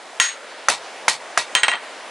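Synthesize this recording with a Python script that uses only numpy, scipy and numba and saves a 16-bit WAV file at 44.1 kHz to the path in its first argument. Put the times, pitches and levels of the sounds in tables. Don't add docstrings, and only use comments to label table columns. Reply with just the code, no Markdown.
import sys
import numpy as np
from scipy import signal
from scipy.fft import rfft, irfft
from scipy.io import wavfile
from scipy.ndimage import uniform_filter1d
from numba import njit

SR = 44100
rng = np.random.default_rng(int(sys.argv[2]) if len(sys.argv) > 2 else 0)


def int16_out(signal):
    q = np.round(np.clip(np.atleast_2d(signal).T, -1, 1) * 32767)
    wavfile.write(sys.argv[1], SR, q.astype(np.int16))


N = 92610
T = np.arange(16384) / SR
BANDS_HZ = 45 * 2 ** np.arange(0, 8.1, .5)


def undb(db):
    return 10 ** (np.asarray(db) / 20)


def gain_at(table, hz):
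    table = np.array(table)
    return undb(np.interp(np.log(np.maximum(hz, 1)), np.log(table[:, 0]), table[:, 1]))


def noise_bands(colour, width, size):
    hz = np.arange(size // 2 + 1) * SR / size
    mid, side = rfft(rng.standard_normal((2, size))) * gain_at(colour, hz)
    side *= gain_at(width, hz)
    share = np.clip(1 - 2 * abs(np.log2(np.maximum(hz, 1) / BANDS_HZ[:, None])), 0, 1)
    bands = irfft(share[:, None] * np.array([mid + side, mid - side]), size)
    return bands / bands.sum(0).std()


def fade(t60, bend):
    return np.exp(-np.log(1000) * (T / t60) ** bend)


def add(out, sound, start_s):
    i = int(start_s * SR)
    out[:, i:i + sound.shape[1]] += sound[:, :N - i]


def drift(rate_hz):
    hold = int(SR / rate_hz)
    return uniform_filter1d(np.repeat(rng.standard_normal(N // hold + 1), hold), hold)[:N]


def tilt(sound, db_per_octave):
    hz = np.arange(len(T) // 2 + 1) * SR / len(T)
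    octaves = np.log2(np.clip(hz, 800, 12000) / 2500)
    cepstrum = irfft(np.log(undb(db_per_octave * octaves)))
    cepstrum[1:len(T) // 2] *= 2
    cepstrum[len(T) // 2:] = 0
    return irfft(rfft(sound) * np.exp(rfft(cepstrum)), len(T))


# f/Hz, level/dB
FORGE_HISS = [(30, -44), (130, -30), (190, -20.5), (300, -13), (400, -8), (600, -2), (800, -4.5),
              (1300, -7.5), (1930, -7), (2500, -11.5), (5000, -18.5), (10000, -25), (11000, -36.5)]
FORGE_WIDTH = [(60, 9), (190, -26), (400, -15.5), (1000, -21.5), (2000, -18.5), (3400, -14), (6000, -8),
               (11000, -1)]
def forge():
    swell_db = -1.53 * drift(rate_hz=1.8)
    bands = noise_bands(FORGE_HISS, FORGE_WIDTH, N)
    return sum(band * undb(swell_db + 1.73 * drift(rate_hz=8.88)) for band in bands)


# f/Hz, level/dB
HIT_WIDTH = [(60, -8), (300, -20), (600, -24.5), (1500, -20), (3400, -13.5), (6000, -11.5), (11000, -5.5)]
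def crack(colour, decay_s, rise_s=.0002):
    noise = noise_bands(colour, HIT_WIDTH, len(T)).sum(0)
    return noise * np.exp(-T / decay_s) * (1 - np.exp(-T / rise_s))


def clatter(colour, t60, grit_db=1.8, grit_s=.0015):
    band_t60 = t60 * (BANDS_HZ / 2000) ** -.065
    span = int(grit_s * SR)
    knocks = undb(grit_db * np.sqrt(span) * uniform_filter1d(rng.standard_normal(len(T)), span))
    bands = noise_bands(colour, HIT_WIDTH, len(T))
    return knocks * (bands * fade(band_t60[:, None, None], bend=1.5)).sum(0)


def ring(modes, low_db, high_db, length, split_hz=3500, waver_s=.012):
    hz, db, t60 = np.array(modes).T[:, :, None]
    scatter_db, side_turns = rng.standard_normal((len(modes), 2)).T[:, :, None]
    span = int(waver_s * SR)
    noise = rng.standard_normal((2, len(modes), len(T)))
    slow = uniform_filter1d(uniform_filter1d(noise, span), span) * np.sqrt(1.5 * span)
    waver = 1 + .36 * np.minimum(T / waver_s / 2, 1) * (slow[0] + 1j * slow[1])
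    strength = undb(db + np.where(hz < split_hz, low_db, high_db) + scatter_db)
    tones = strength * fade(t60 * length, bend=1.8) * np.exp(2j * np.pi * hz * T) * waver
    side = gain_at(HIT_WIDTH, hz) * np.exp(2j * np.pi * side_turns)
    return np.array([(tones * (1 + side)).sum(0).imag, (tones * (1 - side)).sum(0).imag])


# t/s, level/dB
REBOUNDS = [(.6998, 1), (0.7104, -21), (1.0867, -3), (1.0967, 1), (1.3888, -9.5)]
# f/Hz, level/dB
REBOUND_CLICK = [(40, -60), (700, -22), (1500, -12), (3000, -10), (4300, -4), (6000, 0), (7500, -8),
                 (10000, -6), (11000, -14)]
def bar_chatter():
    out = np.zeros((2, N))
    for start, db in REBOUNDS:
        add(out, undb(db) * crack(REBOUND_CLICK, decay_s=.0014), start)
    return out


# f/Hz, level/dB, base t60/s
ANVIL_MODES = [(1020, -9, .18), (1366, -11, .22), (1410, -10, .22), (1692, -10, .22), (1910, 0, .25),
               (2551, -11, .22), (4369, -13, .24), (4603, -17, .22), (4933, -14, .22), (5497, -8, .26),
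               (5862, -15, .22), (6638, 0, .27), (7337, -16, .23), (8850, -19, .22), (10530, -19, .25)]
def anvil(low_db, high_db, length):
    return ring(ANVIL_MODES, low_db, high_db, length)


# t/s, level/dB, thump f/Hz, crack level/dB, crack lag/s, clatter level/dB,
# clatter t60/s, tilt/(dB per octave), anvil low ring/dB
HOT_BLOWS = [(.6848, 2.5, 1290, -2, 0.0013, -11.5, 0.16, 0.25, -20),
             (1.0804, -2.5, 926, 1.5, 0.0018, -7, 0.15, 1.6, -14),
             (1.3745, -2, 1320, -2.5, 0.00151, -14, 0.14, 0.5, -13)]
# f/Hz, level/dB
BLOW_CRACK = [(40, -87), (500, 5), (2000, 4.5), (3000, -10), (4500, -25), (6000, 4.5), (7500, -17),
              (9700, -6), (11000, -17)]
BLOW_CLATTER = [(40, -10), (300, -12), (940, 6.5), (1500, -3), (2000, 1), (3000, -1.5), (4300, 1.5),
                (6000, -5), (8000, -5), (11000, -14)]
# f/Hz, level/dB, base t60/s
BAR_MODES = [(620, -3, .12), (942, -3, .15), (2290, -5, .18), (2690, -7, .16), (3736, -4, .16),
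             (4310, -2, .14), (5425, -8, .16), (6170, -4, .14), (7670, -9, .13), (9200, -10, .13)]
def hammer_on_bar(thump_s=.00083, bar_db=-23.5):
    out = np.zeros((2, N))
    pulse = T / thump_s * np.exp(1 - T / thump_s - (T / thump_s / 2) ** 2)
    side = undb(-28) * np.array([[1], [-1]])
    for start, db, hz, crack_db, lag, clatter_db, t60, tilt_db, low_db in HOT_BLOWS:
        phase = 2 * np.pi * hz * T
        thump = -pulse * (np.sin(phase) + side * np.cos(phase))
        add(out, undb(db) * (thump + anvil(low_db, low_db - 23, length=.38)), start)
        contact = undb(crack_db) * crack(BLOW_CRACK, decay_s=.0045)
        contact += undb(clatter_db) * clatter(BLOW_CLATTER, t60)
        contact += ring(BAR_MODES, bar_db, bar_db, length=.89)
        add(out, undb(db) * tilt(contact, tilt_db), start + lag)
    return out


# t/s, level/dB, anvil low ring/dB, anvil high ring/dB, head ring/dB,
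# clatter t60/s, tilt/(dB per octave), ring length factor
FACE_TAPS = [(0.1998, 0, -12.5, -10.5, -21, 0.24, 3, 0.68), (1.5511, 1.5, -15, -22, -15.5, 0.15, 0, 0.47),
             (1.6331, 3, -9.5, -22, -10.5, 0.12, -1, 0.25),
             (1.6819, 3.5, -20, -30, -14.5, 0.069, -3.5, 0.68),
             (1.7153, -8, -5.5, -71, -39, 0.33, -3.5, 0.61), (1.7359, -8.5, -35, -35, -16, 0.14, -5.5, .5),
             (1.7533, -18, -40, -38, -19, .1, -5, 0.19)]
# f/Hz, level/dB
FACE_CRACK = [(40, -52), (400, -15), (1000, -10), (2200, -2.5), (3000, -2.5), (4500, -21), (8000, -13.5),
              (11000, -28)]
FACE_CLATTER = [(40, 4), (500, -5), (1250, -4), (1900, -0.5), (3000, -5.5), (4200, -6), (5300, -21.5),
                (6600, -17), (8300, -33), (9500, -20), (11000, -95)]
# f/Hz, level/dB, base t60/s
HEAD_MODES = [(2747, -2, .2), (3162, 2, .22), (3899, -12, .25), (8226, -5, .3), (8400, -18, .25),
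              (9119, -24, .25)]
def hammer_on_face(touch_db=-7, touch_s=.009):
    out = np.zeros((2, N))
    low_cut = signal.butter(2, 750, "high", fs=SR, output="sos")
    for start, db, low_db, high_db, head_db, t60, tilt_db, length in FACE_TAPS:
        later = [tap[0] for tap in FACE_TAPS if tap[0] > start]
        touches = sum(np.clip((T + start - when) / touch_s, 0, 1) for when in later)
        contact = crack(FACE_CRACK, decay_s=.0025) + undb(-11) * clatter(FACE_CLATTER, t60)
        contact += ring(HEAD_MODES, head_db, head_db, length)
        steel = tilt(contact, tilt_db) + anvil(low_db, high_db, length)
        add(out, undb(db) * signal.sosfilt(low_cut, steel * undb(touch_db * touches)), start)
    return out


def scene():
    hits = hammer_on_face() + hammer_on_bar() + bar_chatter()
    return undb(3) * hits + undb(-36.5) * forge()


@njit
def follow(peaks, attack_s, release_s):
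    level, levels = 1e-4, np.empty(len(peaks))
    for i in range(len(peaks)):
        lag_s = attack_s if peaks[i] > level else release_s
        level += (peaks[i] - level) / (lag_s * SR)
        levels[i] = level
    return levels


def record(dry, threshold_db=-19, ratio=2.7):
    low_cut = signal.butter(2, 148, "high", fs=SR, output="sos")
    top_cut = signal.ellip(12, .2, 90, 11150, fs=SR, output="sos")
    thin = signal.sosfilt(low_cut, dry)
    level = follow(abs(thin).max(0), attack_s=.0044, release_s=.045)
    gain = np.minimum(undb(threshold_db) / level, 1) ** (1 - 1 / ratio)
    return signal.sosfilt(top_cut, np.tanh(thin * gain))


dry = scene()
out = record(dry)
int16_out(out)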